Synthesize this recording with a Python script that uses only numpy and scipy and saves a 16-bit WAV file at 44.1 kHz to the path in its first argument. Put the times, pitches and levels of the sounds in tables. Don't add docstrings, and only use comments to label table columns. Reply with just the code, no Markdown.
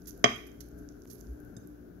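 import sys
import numpy as np
from scipy import signal
from scipy.fft import rfft, irfft, next_fast_len
from scipy.io import wavfile
from scipy.ndimage import uniform_filter1d, map_coordinates

SR = 44100
rng = np.random.default_rng(int(sys.argv[2]) if len(sys.argv) > 2 else 0)


def generate_wav(signal):
    frames = np.transpose(np.atleast_2d(signal))
    scaled = np.clip(frames, -1, 1) * 32767
    pcm = np.round(scaled).astype(np.int16)
    wavfile.write(sys.argv[1], SR, pcm)


def gain_from_decibels(decibels):
    exponent = np.asarray(decibels, float) / 20
    return 10 ** exponent


N = 88200
T = np.arange(N) / SR


def colour(x, table):
    size = next_fast_len(N + 8192)
    hz, db = np.array(table).T
    log_hz = np.log(np.fft.rfftfreq(4096, 1 / SR) + 1)
    log_gain = np.interp(log_hz, np.log(hz), db) * np.log(10) / 20
    cepstrum = irfft(log_gain)
    cepstrum[1:2048] *= 2
    cepstrum[2049:] = 0
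    impulse = irfft(np.exp(rfft(cepstrum)))
    return irfft(rfft(x, size) * rfft(impulse, size), size)[:N]


def noise(table):
    last_hz, last_db = table[-1]
    points = list(table) + [(last_hz * 2, last_db - 25)]
    return colour(rng.standard_normal(N), points) * np.sqrt(SR / 2)


def walk(rate):
    hold = int(SR / rate)
    held = np.repeat(rng.standard_normal(N // hold + 1), hold)
    return 1.3 * uniform_filter1d(uniform_filter1d(held, hold), hold)[:N]


def grains(spread_db):
    size = np.minimum(rng.exponential(size=N // 8 + 1), 4)
    x = rng.standard_normal(N) * gain_from_decibels(spread_db * np.repeat(size, 8)[:N])
    return x / x.std()


def ring(start, modes):
    t = np.maximum(T - start, 0)
    total = 0
    for k, (hz, db, t60) in enumerate(modes):
        decay = gain_from_decibels(db - 60 * t / max(t60, .0004))
        total = total + (-1) ** k * decay * np.sin(2 * np.pi * hz * t)
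    return total


def fridge():
    # (frequency [Hz], level [dB rms])
    motor = [(59.2, -56.5), (118.4, -66), (177.6, -65), (236.9, -65.5), (268, -63), (296.1, -57.5),
             (355.3, -67.5), (414.5, -66.5)]
    # (frequency [Hz], level [dB per Hz])
    rumble = [(20, -93), (45, -74), (90, -81), (170, -85), (280, -79), (440, -86.5), (560, -98.5),
              (1000, -115)]
    lines = 0
    for hz, db in motor:
        strength = gain_from_decibels(db + 3.0 * walk(9)) * np.sqrt(2)
        phase = 2 * np.pi * rng.random() + .5 * walk(7.8)
        lines = lines + strength * np.sin(2 * np.pi * hz * T + phase)
    bump_s, bump_hz, bump_db, bump_len_s = 1.31, 60, -34.5, 0.035
    swell = np.exp(-((T - bump_s) / bump_len_s) ** 2)
    bump = gain_from_decibels(bump_db) * swell * np.sin(2 * np.pi * bump_hz * T)
    return lines + bump + noise(rumble) * gain_from_decibels(0.94 * walk(15))


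def stir():
    # (time [s], level [dB])
    stirring = [(0, -60.5), (.15, -72), (.3, -58.5), (.55, -68.5), (.7, -68), (.95, -68.5), (1.07, -65),
                (1.2, -63.5), (1.45, -68.5), (1.65, -69.5), (2, -80)]
    level_db = np.interp(T, *np.array(stirring).T) + 1.5
    return grains(0.5) * gain_from_decibels(level_db + 2.0 * walk(25))


def slides():
    # (time [s], hold [s], level [dB], brightness [dB])
    slips = [
        (0.056, 0.0029, -51.5, -9),
        (.070, 0.026, -39, 0.5),
        (0.465, 0.01, -50, 0.5),
        (0.604, 0.0087, -40.5, -2.5),
        (0.774, .025, -60, 0),
        (1.072, 0.019, -58.5, 0),
        (1.099, 0.017, -43, -0.5),
        (1.122, 0.031, -53, 2.5),
        (1.179, .03, -57, -1),
    ]
    attack_s, release_s = .0015, 0.0045
    rub = grains(0)
    low = signal.sosfilt(signal.butter(4, 8500, "low", fs=SR, output="sos"), rub)
    rub = grains(0)
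    high = signal.sosfilt(signal.butter(4, 8500, "high", fs=SR, output="sos"), rub)
    out = 0
    for start, hold, db, bright_db in slips:
        t = T - start
        shape = np.clip(t / attack_s, 0, 1) * np.exp(-np.maximum(t - hold, 0) / release_s)
        out = out + gain_from_decibels(db) * shape * (low / gain_from_decibels(bright_db) + high * gain_from_decibels(bright_db))
    return out


def ticks():
    # (time [s], peak level [dB], pitch [Hz])
    tick_list = [(.020, -48, 6000), (0.108, -34, 6500), (.177, -38, 12000), (.195, -40.5, 12200),
                 (.361, -34.5, 10400), (0.381, -44, 11500), (.517, -46.5, 7100), (.607, -35.5, 4630),
                 (.662, -47, 11850), (.687, -40.5, 11000), (.716, -54, 6500), (.789, -43, 11500),
                 (0.8889, -38, 6300), (0.923, -55.5, 5500), (1.0205, -45, 6060), (1.036, -53, 6000),
                 (1.0519, -43.5, 12000), (1.075, -50, 6200), (1.097, -65, 5640), (1.1327, -26.5, 13100),
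                 (1.156, -48.5, 4900), (1.2067, -34, 12500), (1.211, -37.5, 6800), (1.27, -50, 5630),
                 (1.335, -49.5, 11100), (1.402, -41, 11500), (1.4501, -41, 12500), (1.6732, -35, 12100)]
    cycles, rise_cycles = 0.98, 1.1
    out = 0
    for start, db, hz in tick_list:
        rise = np.clip((T - start) * hz / rise_cycles, 0, 1)
        out = out + gain_from_decibels(db) * ring(start, [(hz, 6, 7 * cycles / hz)]) * rise
    return out


def fruit():
    # (frequency [Hz], gain [dB])
    skin = [(1500, -18), (2600, -21), (4500, -12.5), (16000, -1.5)]
    return colour(stir() + slides(), skin) + ticks()


def knock():
    # (frequency [Hz], level [dB], t60 [s])
    knock_modes = [(125.9, -9, 0.081), (234.7, -5, .12), (419, -0.5, .06), (678, 5, 0.028),
                   (1164.5, 10, 0.031), (1890, -4.5, .025), (2120, -1.5, 0.037), (2289, -2.5, 0.067),
                   (3129, 1, 0.063), (3256, -2, 0.097), (5013, -6.5, 0.035), (6050, -7.5, 0.011),
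                   (6500, -14, .03), (7630, -6, 0.021)]
    # (frequency [Hz], gain [dB])
    crack_colour = [(100, -12.5), (600, -4), (1500, -3.5), (2500, 3), (4200, -10), (6000, -12.5),
                    (9000, -21), (16000, -50.5)]
    start_s, knock_db, rise_s = .2411, -18, 0.00035
    crack_db, hold_s, fall_s = -11, 0.0036, 0.003
    t = T - start_s
    push = (t >= 0) * np.exp(-np.maximum(t - hold_s, 0) / fall_s)
    crack = colour(rng.standard_normal(N) * push, crack_colour) * gain_from_decibels(crack_db)
    return crack + gain_from_decibels(knock_db) * ring(start_s, knock_modes) * np.clip(t / rise_s, 0, 1)


def jar():
    # (frequency [Hz], level [dB], t60 [s])
    glass_modes = [(3671, -2, .07), (5044, -2, .05), (6288, -3, .07), (7628, 4, .1), (10500, -4, .07)]
    thud_modes = [(201, 0.5, .08), (108.6, -4, 0.14), (1710, -22, 0.063)]
    start_s, rise_s, glass_db, thud_db = 1.5655, 0.0014, -55, -40.5
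    rise = np.clip((T - start_s) / rise_s, 0, 1)
    glass = gain_from_decibels(glass_db) * ring(start_s, glass_modes)
    thud = gain_from_decibels(thud_db) * ring(start_s, thud_modes)
    return rise * (glass + thud)


def lowpass_both_ways(x, hz):
    return signal.sosfiltfilt(signal.butter(2, hz, fs=SR, output="sos"), x)


def room(x):
    # (band top [Hz], t60 [s])
    decay = [(500, 0.34), (1500, 0.33), (4000, 0.47), (8000, 0.47), (16000, 0.292)]
    gap_s, shared_hz, room_db = 0.0027, 444, -7
    t = T[:SR // 2]
    a, b = rng.standard_normal((2, len(t)))
    pair = np.array([a, lowpass_both_ways(a - b, shared_hz) + b])
    tail, below = 0, 0
    for hz, t60 in decay:
        low = lowpass_both_ways(pair, hz)
        energy_scale = np.sqrt(t60 * SR / np.log(1e6))
        tail = tail + (low - below) * gain_from_decibels(-60 * t / t60) / energy_scale
        below = low
    tail = tail * np.clip(t / gap_s - .5, 0, 1)
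    return signal.fftconvolve(x[None], tail)[:, :N] * gain_from_decibels(room_db)


def late(x, delay_s):
    return map_coordinates(x, [np.arange(N) - delay_s * SR], mode="mirror")


def port(k, direct, echo, blow):
    # (frequency [Hz], gain [dB])
    echo_colour = [
        [(200, 1), (700, -5.5), (1700, 0), (4500, 7), (7000, -2.5)],
        [(200, 4), (700, 0), (1700, 1.5), (5000, -3.5)],
    ]
    wall_db = (-8, -24)
    # (frequency [Hz], gain [dB])
    response = [
        [(80, 0), (700, 6.5), (1100, -6.5), (1800, 5.5), (3400, -19), (4100, -42), (9000, -60.5),
         (13000, -15.5)],
        [(200, -1), (700, -5), (4000, 4), (6400, 11), (8500, -7.5), (11500, 10), (14000, 0), (16000, -14)],
    ]
    # (frequency [Hz], level [dB per Hz])
    air = [
        [(200, -80.5), (400, -93.5), (650, -87), (1000, -105), (1250, -100), (1520, -88), (1900, -109),
         (2600, -117)],
        [(200, -88.5), (400, -78), (650, -102), (900, -105), (1200, -102), (1550, -106), (2000, -113),
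         (2600, -118)],
    ]
    # (frequency [Hz], level [dB per Hz])
    hiss = [
        [(1500, -118), (3500, -117), (6500, -126), (8500, -131), (10500, -121), (12000, -113), (15000, -111)],
        [(1500, -119), (3500, -116), (6500, -112), (8500, -128), (10500, -114), (12000, -112), (15000, -117)],
    ]
    lag_s, wall_s = (.0003, 0)[k], .016
    arriving = late(direct + colour(echo, echo_colour[k]), lag_s)
    wall = gain_from_decibels(wall_db[k]) * late(blow, wall_s)
    own_noise = noise(air[k]) * gain_from_decibels(1.8 * walk(12)) + noise(hiss[k])
    return colour(arriving + wall, response[k]) + own_noise


def scene():
    hum = fridge()
    close = fruit() + jar()
    blow = knock()
    echo = room(blow + gain_from_decibels(2) * close)
    direct = blow + close + hum
    return np.array([port(k, direct, echo[k], blow) for k in (0, 1)])


def band_limit(x):
    return signal.sosfilt(signal.butter(12, 16640, fs=SR, output="sos"), x)


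def record(dry):
    change_s, fade_s, top_hz, bass_hz = 1.056, .012, 15600, 32
    fade_in = np.clip((T - change_s) / fade_s, 0, 1)
    x = dry * np.where(T < change_s, 1, fade_in)
    x = signal.sosfilt(signal.ellip(6, .2, 30, top_hz, fs=SR, output="sos"), x)
    x = signal.sosfilt(signal.butter(2, bass_hz, "high", fs=SR, output="sos"), x)
    return band_limit(x)


dry = scene()
out = record(dry)
generate_wav(out)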